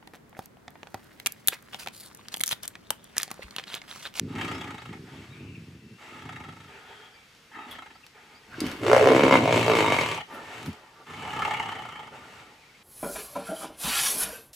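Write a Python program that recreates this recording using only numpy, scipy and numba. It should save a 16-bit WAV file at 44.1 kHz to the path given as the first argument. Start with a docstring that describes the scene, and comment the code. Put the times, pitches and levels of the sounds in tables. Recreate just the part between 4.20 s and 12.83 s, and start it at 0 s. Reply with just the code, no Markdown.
"""Two tigers in dry grass

Two tigers lie locked together a few metres away. One breathes in hoarse fluttering growls and
breaks into a roar: pulses and turbulent air drive resonances of throat, mouth and chest. The other
rumbles deep in its chest. A kick thrashes the grass in crackling noise, stalks snap as short filtered
bursts, and small birds chirp far off as gliding tones over the hush of the plain, a shaped noise."""
import sys
import numpy as np
from scipy import signal
from scipy.fft import rfft, irfft, next_fast_len
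from scipy.io import wavfile
from scipy.ndimage import uniform_filter1d
from numba import njit

SR = 44100
rng = np.random.default_rng(int(sys.argv[2]) if len(sys.argv) > 2 else 0)


def inscribe(sig):
    """Save sig as 16-bit PCM at rate SR to the path in sys.argv[1].

    A 1-D sig is mono; a 2-D sig holds one channel per row.
    Samples are clipped to [-1, 1] before scaling.
    """
    pcm = np.round(np.clip(np.atleast_2d(sig).T, -1, 1) * 32767)
    wavfile.write(sys.argv[1], SR, pcm.astype(np.int16))


N = 380583
T = np.arange(N) / SR

# Spectrum of turbulent air, breathed or roared: (frequency [Hz], relative level [dB])
AIR_SPECTRUM = [(2500, 12), (4000, 1.5), (5500, -5.5), (6500, -3), (8000, -4.5), (10000, -13), (13000, -15),
                (15500, -29.5)]

# Course of the roar: (time [s], mouth level [dB], upper throat level [dB], mouth resonance [Hz],
# pharynx against mouth [dB], hiss against upper throat [dB])
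ROAR_COURSE = [(4.6, -46, -56, 412, -11, 0), (4.63, -32.5, -50, 407, 9, 14),
               (4.68, -17, -38.5, 383, -37, 7), (4.735, -8.5, -16.5, 465, -9.5, -10.5),
               (4.79, -17, -36, 495, -16.5, 7), (4.83, -15, -30.5, 415, -19, 1.5),
               (4.87, -12, -29.5, 437, -3, -1.5), (4.96, -17, -25.5, 438, 1, -4),
               (5.06, -17, -26, 457, -0.5, -5), (5.165, -15, -15, 460, 0.5, -13.5),
               (5.22, -25, -37.5, 457, 8.5, 4), (5.28, -19, -24.5, 485, -11, -10.5),
               (5.37, -20, -28.5, 423, 1, 3.5), (5.44, -30, -32.5, 483, 3.5, 2.5),
               (5.49, -17.5, -26.5, 427, -14, -4.5), (5.59, -22.5, -24.5, 426, -0.5, -2),
               (5.675, -25.5, -24.5, 428.2, 0.5, -7), (5.745, -25.5, -24.5, 440, -3, -3),
               (5.97, -42, -35, 448.3, -2, 0), (6.02, -65, -54, 410.6, 1, 3)]
# Resonances of the upper throat, each wandering a little around its centre:
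# (centre [Hz], width of the sharper stage [Hz], relative level [dB])
ROAR_RESONANCES = [(722, 600, -10), (958, 127, 15.5), (1147, 70, 11.5), (1345, 750, 5), (1880, 79, -20),
                   (2145, 220, 10.5), (2300, 49, -23.5), (2430, 1100, -18), (3105, 390, -5),
                   (3790, 142, 1.5)]
# Heavy folds closing: (time [s], snaps counted so far)
FOLD_COUNT = [(4.6, -2), (4.634, 0), (4.699, 4), (4.764, 8), (4.843, 13), (4.903, 17), (4.995, 23),
              (5.036, 26), (5.11, 31), (5.155, 34), (5.239, 39), (5.276, 41), (5.326, 44), (5.463, 52),
              (5.588, 59), (5.663, 63), (5.722, 66), (5.787, 69), (5.86, 72), (5.914, 74), (5.976, 76),
              (6.004, 77), (6.04, 78.2)]
# Single hard cracks among the snaps: (time [s], level above the other snaps [dB])
HARD_CRACKS = [(4.764, 4), (4.872, 2.5), (5.036, 4), (5.082, 2.5), (5.11, 3), (5.127, 3), (5.155, 3),
               (5.276, 2), (5.326, 3), (5.722, 5)]
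# Chest in the roar, at onset, peak and end: (time [s], level [dB])
ROAR_CHEST_SWELL = [
    [(4.6, -38), (5.16, -30.5), (5.99, -44)],
]
# The jaw shapes the mouth: (time [s], pharynx [Hz], front of the mouth [Hz], front against mouth [dB],
# damping of the mouth [0-1])
JAW_COURSE = [(4.6, 310, 605, -10.5, 0.2), (4.69, 337, 600, -10.5, 0), (4.76, 338, 627, -1.5, 0.5),
              (4.84, 334, 616, -3.5, 0), (4.93, 327, 610, -2, 0.2), (5.03, 294, 600, -5.5, 1),
              (5.18, 292, 640, -3.5, 1), (5.28, 300, 695, 3.5, 1), (5.34, 325, 613, -0.5, 0.9),
              (5.44, 310, 746, -3, 1), (5.52, 330, 644, -4, 0.44), (5.6, 333, 650, -7, 0.27),
              (5.7, 313, 706, -2, .9), (6.04, 303, 760, 5, 1)]
# The tongue shifts a bright resonance: (time [s], centre [Hz], level against the upper throat [dB])
TONGUE_COURSE = [(4.6, 1490, 16), (4.76, 1550, 20), (4.84, 1860, 6), (5.15, 1970, -11.5), (5.22, 1240, -3),
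                 (5.33, 1190, -25.5), (5.38, 1900, -15), (5.5, 2210, 2), (5.6, 2250, -2.5),
                 (5.79, 2190, 12.5), (5.82, 2303, -14), (5.84, 3000, -2), (5.87, 3120, 0), (6.04, 2960, -5)]
ROAR_CHEST_SAG = 0.037
# Air against the snaps at a firm upper throat level, before the boosts of low and high drive
AIR_DB, AIR_PER_DB, FIRM_DB = -8, .7, -24
TIGHT_WIDTH_HZ, SLACK_WIDTH_HZ, FRONT_WIDTH_HZ, PHARYNX_WIDTH_HZ = 75, 190, 210, 170.
CLICK_DB = -7  # the snap itself, heard past the ringing
THROAT_DRIFT = .02  # share by which each upper resonance wanders


def roar():
    """Source-filter principle: snapping folds, loose flaps and rasping air ring mouth, throat and chest."""
    gate, mouth_db, upper_db, mouth_hz, pharynx_db, hiss_db = play([ROAR_COURSE])
    _, chest_db = swell(ROAR_CHEST_SWELL, ROAR_CHEST_SAG)
    _, pharynx_hz, front_hz, front_db, damping = play([JAW_COURSE])
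    _, tongue_hz, tongue_db = play([TONGUE_COURSE])

    pulses, phase, size = counted(FOLD_COUNT, .025, 1.5, HARD_CRACKS)
    flaps = folds(135. * (gate > 0), .35, 4.0)
    snaps = even(pulses)
    rasp = even(size * (.5 + np.exp(-phase / 0.1)) * air())
    loose = even(rasp - 1.12 * even(flaps))
    # slacker folds leak more air
    leak_db = np.minimum(AIR_DB + AIR_PER_DB * (FIRM_DB - upper_db), 3)
    low = snaps + undb(leak_db + 2.5) * loose
    # turbulence weighs more in the treble
    high = uniform_filter1d(snaps, size=7) + undb(leak_db + 9) * loose

    tight = even(svf(svf(low, mouth_hz, 3 * TIGHT_WIDTH_HZ), mouth_hz, TIGHT_WIDTH_HZ))
    slack = even(svf(svf(low, mouth_hz, 3 * SLACK_WIDTH_HZ), mouth_hz, SLACK_WIDTH_HZ))
    pharynx = even(svf(svf(low, pharynx_hz, PHARYNX_WIDTH_HZ), pharynx_hz, PHARYNX_WIDTH_HZ))
    front = even(svf(svf(low, front_hz, 3 * FRONT_WIDTH_HZ), front_hz, FRONT_WIDTH_HZ))
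    click = even(throat(uniform_filter1d(snaps, size=12), [(800, 1800, 0)]))
    damping = damping.clip(0, 1)
    mouth = (1 - damping) * tight + damping * slack + undb(pharynx_db) * pharynx
    mouth = even(mouth - undb(front_db) * front - undb(CLICK_DB) * click)

    upper = undb(tongue_db) * svf(svf(high, tongue_hz, 650.), tongue_hz, 650.)
    for k, (mode_hz, width, db) in enumerate(ROAR_RESONANCES):
        hz = mode_hz * np.exp(THROAT_DRIFT * walk(11))
        upper = upper + (-1) ** k * undb(db) * svf(svf(high, hz, 3. * width), hz, 1. * width)
    upper = even(upper)
    hiss = even(colour(.1 * snaps + rasp, AIR_SPECTRUM))
    chest = even(throat(low, [(109, 39.0, 0.0), (158.0, 48, -1.5)], steep=True))
    throat_sound = undb(upper_db) * (upper + undb(hiss_db) * hiss)
    return gate * (undb(mouth_db) * mouth + throat_sound + undb(chest_db) * chest)


# Growled breaths out, each at onset, peak and end:
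# (time [s], throat level [dB], hiss against throat [dB], depth of the flutter [0-1])
BREATHS_OUT = [
    [(0.08, -47, -2, 0), (0.212, -33.5, -2.5, 0.42), (0.75, -50.5, -2, 0.56)],
    [(1.78, -52, 3.5, 0.04), (2.13, -42.5, -6.5, 0.55), (2.45, -53.5, -3, 0.57)],
    [(3.315, -44.5, -10, .2), (3.66, -47, -7, .78), (3.83, -63, -9, .84)],
    [(5.975, -31.5, -14, 0.62), (6.012, -26, -18, 0.5), (6.03, -51, -18, 0.7)],
    [(6.86, -43, -3, 0.24), (7.274, -28, -7.5, 0.51), (7.88, -45.5, -6.5, 0.36)],
]
# Throat breathing out, before and after the kick: (centre [Hz], width per stage [Hz], relative level [dB])
THROATS_OUT = ([(831, 200, 2), (1286, 146, 2.5), (1824, 410, -1.5), (2167, 35, -3.5), (2300, 40, -27),
               (2680, 330, -14), (3270, 260, -8.5), (3815, 103, -11.5)], [(446, 180, -5.5), (827, 183, 7.5),
               (1268, 290, 2.5), (1790, 175, -1), (2160, 340, -3), (2930, 290, -6), (3113, 105, -2.5),
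               (3350, 160, -9.5)])
# Slack flap in the throat: (time [s], slaps counted so far)
FLAP_COUNT = [(0, -6), (.18, 0), (.244, 2), (.345, 5), (.41, 7), (.506, 10), (.616, 13), (.726, 16),
              (1.79, 40), (2.054, 48), (2.157, 51), (2.28, 54), (2.364, 56), (2.476, 59), (3.313, 80),
              (3.582, 88), (3.655, 90), (3.799, 93), (5.976, 150), (6.004, 151), (6.967, 180), (7.102, 185),
              (7.306, 192), (7.396, 195), (7.517, 199), (7.619, 202), (7.752, 206), (7.867, 209),
              (8.7, 230)]
OUT_SAG, OUT_HELD = 0.32, 0.63  # see swell()
DEEPEN_START_S, DEEPEN_END_S = .16, .07  # before the peak: the flutter moves to its depth at the peak


def breathe_out():
    """Amplitude modulation: a slack flap chops turbulent air into puffs, and each slap rings the throat."""
    gate, db, hiss_db, _ = swell(BREATHS_OUT, OUT_SAG, OUT_HELD)
    depth_courses = []
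    for first, peak, last in BREATHS_OUT:
        depth_courses.append([(first[0], first[-1]), (peak[0] - DEEPEN_START_S, first[-1]),
                              (peak[0] - DEEPEN_END_S, peak[-1]), (last[0], last[-1])])
    _, depth = play(depth_courses)
    slaps, phase, size = counted(FLAP_COUNT, .04, 2.0)
    # a puff swells and fades after each slap; the times are shares of a cycle
    puff = size * (1 - np.exp(-phase / .09)) * np.exp(-phase / .2)
    flow = (1 - depth) ** 1.5 + depth * even(uniform_filter1d(puff, size=150))
    drive = even(flow * air() + .11 * depth * unit(np.roll(slaps, 150)))
    hiss = unit(colour(even(flow * air()), AIR_SPECTRUM))
    return gate * undb(db) * (turned(drive, THROATS_OUT) + undb(hiss_db) * hiss)


# Breaths drawn in, each at onset, start of the fade and end:
# (time [s], throat level [dB], hiss against throat [dB])
BREATHS_IN = [
    [(0.842, -54, -9), (0.95, -56, 4.5), (1.6, -90.5, 18)],
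    [(2.46, -47, -8.5), (2.81, -51, -7.5), (3.09, -69.5, -5)],
    [(3.93, -56, -15), (4.03, -56, -2), (4.33, -61, -4)],
    [(6.075, -40.5, -8), (6.43, -48, 2.5), (6.82, -57, -21)],
    [(7.91, -47, -4.5), (8.15, -51, 3), (8.63, -71.5, -18)],
]
# Throat breathing in, before and after the kick: (centre [Hz], width per stage [Hz], relative level [dB])
THROATS_IN = ([(434, 144, 5.5), (838, 270, 8), (1233, 50, 9), (1420, 660, 3.5), (1890, 370, 2),
              (2380, 390, 0), (3000, 180, -21), (3280, 300, 1.5)], [(423, 520, 2.5), (893, 316, 6.5),
              (1175, 60, 6), (1370, 350, 3.5), (1846, 160, 4), (2270, 490, -12), (3060, 210, -5.5),
              (3500, 350, -14)])
IN_SAG = 0.15


def breathe_in():
    """Turbulence noise: smooth air excites the resonances of a differently shaped throat."""
    gate, db, hiss_db = swell(BREATHS_IN, IN_SAG)
    flicker_db = 1.5 * walk(25)
    hiss = undb(hiss_db) * unit(colour(air(), AIR_SPECTRUM))
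    return gate * undb(db + flicker_db) * (turned(air(), THROATS_IN) + hiss)


KICK_S = 4.4
BREATH_DRIFT, BREATH_WAVER_DB = .013, 2.5  # each resonance wanders and swells alone


def turned(x, throats):
    """Time-varying resonance: the kick turns the head and alters the throat, whose modes never sit still."""
    kick = int(KICK_S * SR)
    parts = []
    for part, modes in zip((slice(0, kick), slice(kick, N)), throats):
        out = 0
        for k, (mode_hz, width, mode_db) in enumerate(modes):
            hz = (mode_hz * np.exp(BREATH_DRIFT * walk(9)))[part]
            db = (mode_db + BREATH_WAVER_DB * walk(28))[part]
            out = out + (-1) ** k * undb(db) * svf(svf(x[part], hz, 1. * width), hz, 1. * width)
        parts.append(unit(out))
    return np.concatenate(parts)


# Chest rumbles and grunts, each at onset, peak and end: (time [s], level [dB], upper part [dB])
RUMBLE_SWELLS = [
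    [(-0.03, -35, -4), (0.19, -36, -3), (0.55, -43.5, -3.5)],
    [(0.58, -50, -14), (0.72, -41, -6.5), (1.04, -47.5, -3.5)],
    [(1.075, -46.5, -12), (1.19, -43, -5), (1.74, -46.5, -11.5)],
    [(1.8, -61, 1), (2.03, -43, -5), (2.56, -58.5, -8)],
    [(3.31, -62, 2), (3.375, -52.5, 1.5), (3.77, -71, 1)],
    [(4.27, -56, -6), (4.44, -31.5, -4.5), (4.6, -50, 3.5)],
    [(6.07, -57, 1), (6.135, -59.5, 12), (6.3, -60, -5)],
    [(6.335, -49, -2.5), (6.495, -35.5, -4), (6.52, -53, -7)],
    [(6.86, -49.5, -5.5), (7.24, -43, -8), (8.05, -58, -5)],
]
# Deep, middle and upper chest resonance: (centre [Hz], width per stage [Hz], relative level [dB])
CHEST_RESONANCES = [(107, 167, 0.5), (164, 102, 6), (284, 240, 0)]
RUMBLE_SAG, RUMBLE_WAVER_DB = 0.34, 2.2
CHEST_DRIFT = .09  # share by which the chest resonances wander together


def rumble():
    """Low-pass radiation: a closed-mouth growl of very uneven pulses is heard only through the chest."""
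    gate, db, upper_db = swell(RUMBLE_SWELLS, RUMBLE_SAG)
    db = db + RUMBLE_WAVER_DB * walk(14)
    pulses = folds(np.full(N, 62.), .4, 3.0)
    lowpass = signal.butter(4, 420., fs=SR, output="sos")
    drive = signal.sosfilt(lowpass, unit(pulses) + 0.6 * air())
    drift = np.exp(CHEST_DRIFT * walk(9))
    rings = []
    for hz, width, mode_db in CHEST_RESONANCES:
        rings.append(undb(mode_db) * svf(svf(drive, hz * drift, 1. * width), hz * drift, 1. * width))
    deep, middle, upper = rings
    low, upper = even(deep - middle), even(upper)
    # the low part takes the power left by the upper part
    low_share = np.sqrt((1 - undb(2 * upper_db)).clip(.05, 1))
    return gate * undb(db) * (low_share * low + undb(upper_db) * upper)


# Knocks from the chest around the kick and the last thrash: (time [s], peak level [dB], pitch [Hz])
CHEST_KNOCKS = [(4.288, -44, 202), (4.382, -28.5, 336), (4.417, -16.5, 309), (4.44, -18.5, 284),
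                (4.459, -22, 255), (4.532, -28, 300), (4.595, -32, 291), (6.479, -25, 206),
                (6.486, -24, 213)]
KNOCK_RING_S = 0.01


def knocks():
    """Impulse response: each knock rings the chest as a decaying sine of a few cycles."""
    out, t = np.zeros(N), np.arange(2500) / SR
    for s, peak_db, hz in CHEST_KNOCKS:
        start = int(s * SR)
        ring = np.exp(-t / KNOCK_RING_S) * np.sin(2 * np.pi * hz * t)
        out[start:start + len(t)] += undb(peak_db) * ring
    return out


# Grass thrashed, each time at onset, peak and end:
# (time [s], level of the middle hiss [dB], treble against that hiss [dB])
THRASHES = [
    [(3.47, -63, -10), (3.512, -60.5, 14.5), (3.56, -64, -20)],
    [(4.28, -66, -29), (4.468, -50.5, -14), (4.61, -60.5, -8)],
    [(6.1, -78, 14), (6.146, -67, 16), (6.16, -68, 4)],
    [(6.41, -82, -12), (6.458, -58, 4), (6.52, -71, -4)],
]
# Stalks snap: (time [s], peak level [dB], centre [Hz])
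STALK_SNAPS = [(3.1497, -44, 2090), (3.8651, -37, 2300), (4.4044, -17, 3600), (4.4657, -23, 2280),
               (4.5146, -26, 1770), (6.3799, -31, 1500), (6.4293, -32, 2670), (6.4602, -30, 2230),
               (6.5294, -40, 3040)]
THRASH_SAG = 0.29


def grass():
    """Granular noise: limbs crackle dense dry stalks, and each single snap is a decaying filtered burst."""
    gate, db, treble_db = swell(THRASHES, THRASH_SAG)
    # every 40 samples the crackle takes a new random level
    grain_db = 2.2 * np.repeat(rng.exponential(1, N // 40 + 1).clip(0, 4), 40)[:N]
    crackle = air() * undb(grain_db)
    rustle = unit(colour(crackle, [(400, 0.0), (1500, 1.5), (3500, -5.5), (4500, -30.0)]))
    hiss = unit(colour(crackle, [(3500, -37.0), (4200, 7.0), (9000, -10.0), (9800, -47.5)]))
    treble = unit(colour(crackle, [(8500, -24.5), (9300, -1), (15000, -10)]))
    out = gate * undb(db) * (undb(15.0) * rustle + hiss + undb(treble_db) * treble)
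    tail = np.exp(-np.arange(600) / (0.0032 * SR))
    for s, peak_db, hz in STALK_SNAPS:
        start = int(s * SR)
        snap = svf(rng.standard_normal(600) * tail, np.full(600, 1. * hz), 1.03 * hz)
        out[start:start + 600] += undb(peak_db) * snap / np.abs(snap).max()
    return out


# Narrow bands of airy hiss, each at onset, peak and end: (time [s], level [dB], centre [Hz])
AIRY_BANDS = [
    [(.86, -66, 3350), (.95, -61, 3330), (1.05, -64, 3300)],
    [(1.1, -57, 2380), (1.2, -55, 2500), (1.58, -70, 2530)],
    [(2.68, -60, 3330), (2.78, -58, 3270), (3.05, -69, 3270)],
    [(3.47, -56, 3420), (3.51, -42, 3350), (3.57, -60, 3350)],
    [(4.27, -56, 1460), (4.347, -37, 1530), (4.36, -56, 1600)],
]
AIRY_SAG, AIRY_WIDTH_HZ = 0.24, 330  # width of each of two stages


def airy():
    """Band-pass filtering: two narrow stages leave a faint band of noise whose centre drifts a little."""
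    gate, db, hz = swell(AIRY_BANDS, AIRY_SAG)
    return gate * undb(db) * unit(svf(svf(air(), hz, AIRY_WIDTH_HZ), hz, AIRY_WIDTH_HZ))


# Far birds: (time [s], length [s], first pitch [Hz], middle pitch [Hz], last pitch [Hz], level [dB])
BIRD_CHIRPS = [(0.277, 0.1, 4300, 4980, 5100, -54), (0.576, 0.035, 3300, 3950, 5200, -52),
               (1.095, 0.06, 3250, 3850, 3200, -58), (1.17, .06, 3100, 3600, 3400, -64),
               (1.349, .016, 2900, 2550, 2250, -47), (1.274, 0.036, 2910, 2850, 2760, -61),
               (1.6, 0.29, 2650, 2720, 2750, -65), (2.94, 0.1, 2400, 2320, 2330, -56),
               (2.93, .04, 4550, 4750, 4600, -62), (3.74, 0.026, 4300, 4660, 5000, -59),
               (3.83, 0.017, 2900, 2670, 2400, -52), (4.147, 0.037, 4500, 4860, 4850, -58),
               (8.378, 0.064, 2330, 2520, 2080, -58), (8.432, 0.072, 2080, 2430, 2150, -58),
               (8.538, 0.025, 2000, 2150, 2220, -60), (8.608, .02, 2450, 2400, 2330, -58)]


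def birds():
    """Frequency modulation: short pure whistles glide along a parabola through three pitches."""
    out = np.zeros(N)
    for s, length, first_hz, middle_hz, last_hz, db in BIRD_CHIRPS:
        u = np.linspace(-1, 1, int(length * SR))
        bend_hz = (first_hz + last_hz) / 2 - middle_hz
        hz = middle_hz + (last_hz - first_hz) * u / 2 + bend_hz * u ** 2
        whistle = (1 - u ** 2) ** (1 / 4) * np.sin(2 * np.pi * np.cumsum(hz) / SR)
        start = int(s * SR)
        out[start:start + len(u)] += undb(db) * whistle
    return out * undb(2 * walk(150))  # moving air makes far sounds flicker


# Spectrum of the open plain: (frequency [Hz], relative level [dB per Hz])
PLAIN_SPECTRUM = [(15, -62), (25, -2), (156, 2), (313, -2), (389, -7), (469, -0.5), (567, -8.5),
                  (2120, -3.5), (4040, -9), (4870, -10), (15500, -27)]
PLAIN_DB = -57.5


def plain():
    """Stationary noise: random air motion with a sloping spectrum wavers slightly in level."""
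    return undb(PLAIN_DB + 1.0 * walk(7.7)) * unit(colour(air(), PLAIN_SPECTRUM))


def undb(db):
    """Decibel law: amplitude ratio of a level in dB."""
    return 10 ** (np.asarray(db) / 20)


def unit(x):
    """Normalization: scale to an RMS of one."""
    return x / np.sqrt(np.mean(x ** 2))


def even(x):
    """Automatic gain: hold the running RMS at one."""
    return x / np.sqrt(uniform_filter1d(x ** 2, size=6000) + 1e-12)


def air():
    """White noise: the raw material of turbulence."""
    return rng.standard_normal(N) + 1e-18


def walk(rate):
    """Random modulation: levels held 1 / rate s and slewed twice, with an RMS of one."""
    k = int(SR / rate)
    steps = np.repeat(rng.standard_normal(N // k + 1), k)
    return unit(uniform_filter1d(uniform_filter1d(steps, k), k)[:N])


def colour(x, points, share=1):
    """Spectral shaping: weight the Fourier transform by points of (frequency [Hz], level [dB])."""
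    hz, db = np.transpose(points)
    size = next_fast_len(N)
    f = np.maximum(np.arange(size // 2 + 1) * SR / size, 1)
    gain = undb(share * np.interp(np.log(f), np.log(hz), db))
    return irfft(rfft(x, size) * gain, size)[..., :N]


def play(tables):
    """Linear interpolation: columns along time, after a gate that is shut between tables."""
    s, *columns = np.transpose(np.concatenate(tables))
    s = np.maximum.accumulate(s)
    gate = sum((T >= t[0][0]) & (T <= t[-1][0]) for t in tables).clip(0, 1)
    return [uniform_filter1d(1. * gate, size=600)] + [np.interp(T, s, c) for c in columns]


ATTACK_S, RELEASE_S, EDGE_DB = 0.041, 0.033, 8.5  # every swell sets in and dies over this many dB


def swell(events, sag, held=2 / 3):
    """Envelope: the level sets in, rises, peaks, falls and dies.

    held is the share of the rise gained in about two thirds of its time, sag the share of the
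    fall lost in its first quarter."""
    shapes = []
    for first, peak, last in np.array(events, float):
        knee = peak + (last - peak) / 4
        knee[1] = peak[1] + sag * (last[1] - peak[1])
        build = first + (peak - first) * 2 / 3
        build[0] += ATTACK_S / 3
        build[1] = first[1] + held * (peak[1] - first[1])
        shape = np.array([first, first, build, peak, knee, last, last])
        shape[[1, -1], 0] += ATTACK_S, RELEASE_S
        shape[[0, -1], 1] -= EDGE_DB
        shapes.append(shape)
    return play(shapes)


@njit
def svf(x, hz, width):
    """State-variable filter: a band-pass with a moving centre and gain 1 there."""
    y, b, l = np.empty(len(x)), 0., 0.
    for i in range(len(x)):
        g, k = np.tan(np.pi * hz[i] / SR), width / hz[i]
        v = (b + g * (x[i] - l)) / (1 + g * (g + k))
        b, l, y[i] = 2 * v - b, l + 2 * g * v, k * v
    return y


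def throat(x, modes, steep=False):
    """Modal superposition: parallel resonances of alternate sign; steep ones ring twice."""
    out = 0
    for k, (hz, width, db) in enumerate(modes):
        sos = np.concatenate(signal.iirpeak(hz, hz / width, fs=SR))
        out = out + (-1) ** k * undb(db) * signal.sosfilt([sos, sos] if steep else [sos], x)
    return out


@njit
def beat(hz, stretch, size):
    """Relaxation oscillation: a pulse at each phase wrap, each cycle with its own rate and size."""
    pulses, p, k = np.zeros(len(hz)), 0., 0
    for i in range(len(hz)):
        p = p + hz[i] * stretch[k] / SR if hz[i] > 0 else 0.  # at rest the phase starts anew
        if p >= 1:
            p, k = p - 1, k + 1
            pulses[i] = size[k]
    return pulses


def folds(hz, jitter, scatter_db):
    """Jitter and shimmer: throat tissue flaps with uneven timing and strength."""
    chance = rng.standard_normal((2000, 2)).clip(-2, 2).T
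    return beat(hz, np.exp(jitter * chance[0]), undb(scatter_db * chance[1]))


def counted(table, jitter, scatter_db, accents=()):
    """Phase accumulation: a running count gives closure pulses, the phase and the size of each cycle."""
    s, done = np.transpose(table)
    cycles = np.maximum.accumulate(np.interp(T, s, done) + jitter * walk(40))
    count = (np.floor(cycles) - done[0]).astype(int).clip(0)
    db = scatter_db * rng.standard_normal(400).clip(-2, 2)
    for at, accent_db in accents:
        db[int(round(np.interp(at, s, done) - done[0]))] = accent_db
    size = undb(db)[count]
    closes = np.diff(count, prepend=count[0]) == 1
    return size * closes, cycles % 1, size


def scatter(x, decay_s):
    """Diffuse reflection: dense short echoes off the ground and nearby surfaces."""
    echoes = rng.standard_normal(6000) * np.exp(-np.arange(6000) / (decay_s * SR))
    return signal.fftconvolve(x, echoes / np.sqrt(np.sum(echoes ** 2)))[:N]


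# Colour of the sideways echoes: (frequency [Hz], side echo level [dB])
SIDE_ECHOES = [(240, -48), (330, -18), (640, -14), (1400, -7), (3000, -4), (5000, -5), (8000, -9.5),
               (14000, -5)]


def scene():
    """Superposition: all sources add in front; echoes thicken them and reach left and right unequally."""
    hush = plain()
    highpass = signal.butter(4, 78., "high", fs=SR, output="sos")
    cats = signal.sosfilt(highpass, breathe_out() + breathe_in() + roar() + rumble() + knocks())
    front = cats + grass() + birds() + airy()
    side = colour(scatter(front + hush, .03), SIDE_ECHOES)
    mid = undb(-.6) * (front + undb(-9) * scatter(front, .016)) + hush
    return np.array([mid + side, mid - side])


# Colour difference of the two ports: (frequency [Hz], left minus right [dB])
PORT_DIFFERENCE = [(260, 0), (380, -1.5), (700, 1), (1300, 1.2), (2400, 4), (4400, 0)]
TOP_HZ = 15200


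def record(dry):
    """Band limiting and saturation: two unlike ports, thinned bass, rounded peaks and a cut top."""
    left = colour(dry[0], PORT_DIFFERENCE, share=1 / 2)
    right = colour(dry[1], PORT_DIFFERENCE, share=-1 / 2)
    highpass = signal.butter(1, 40., "high", fs=SR, output="sos")
    wet = np.tanh(signal.sosfilt(highpass, np.array([left, right])))
    return .97 * signal.sosfilt(signal.ellip(8, .2, 70, TOP_HZ, fs=SR, output="sos"), wet)


dry = scene()
out = record(dry)
inscribe(out)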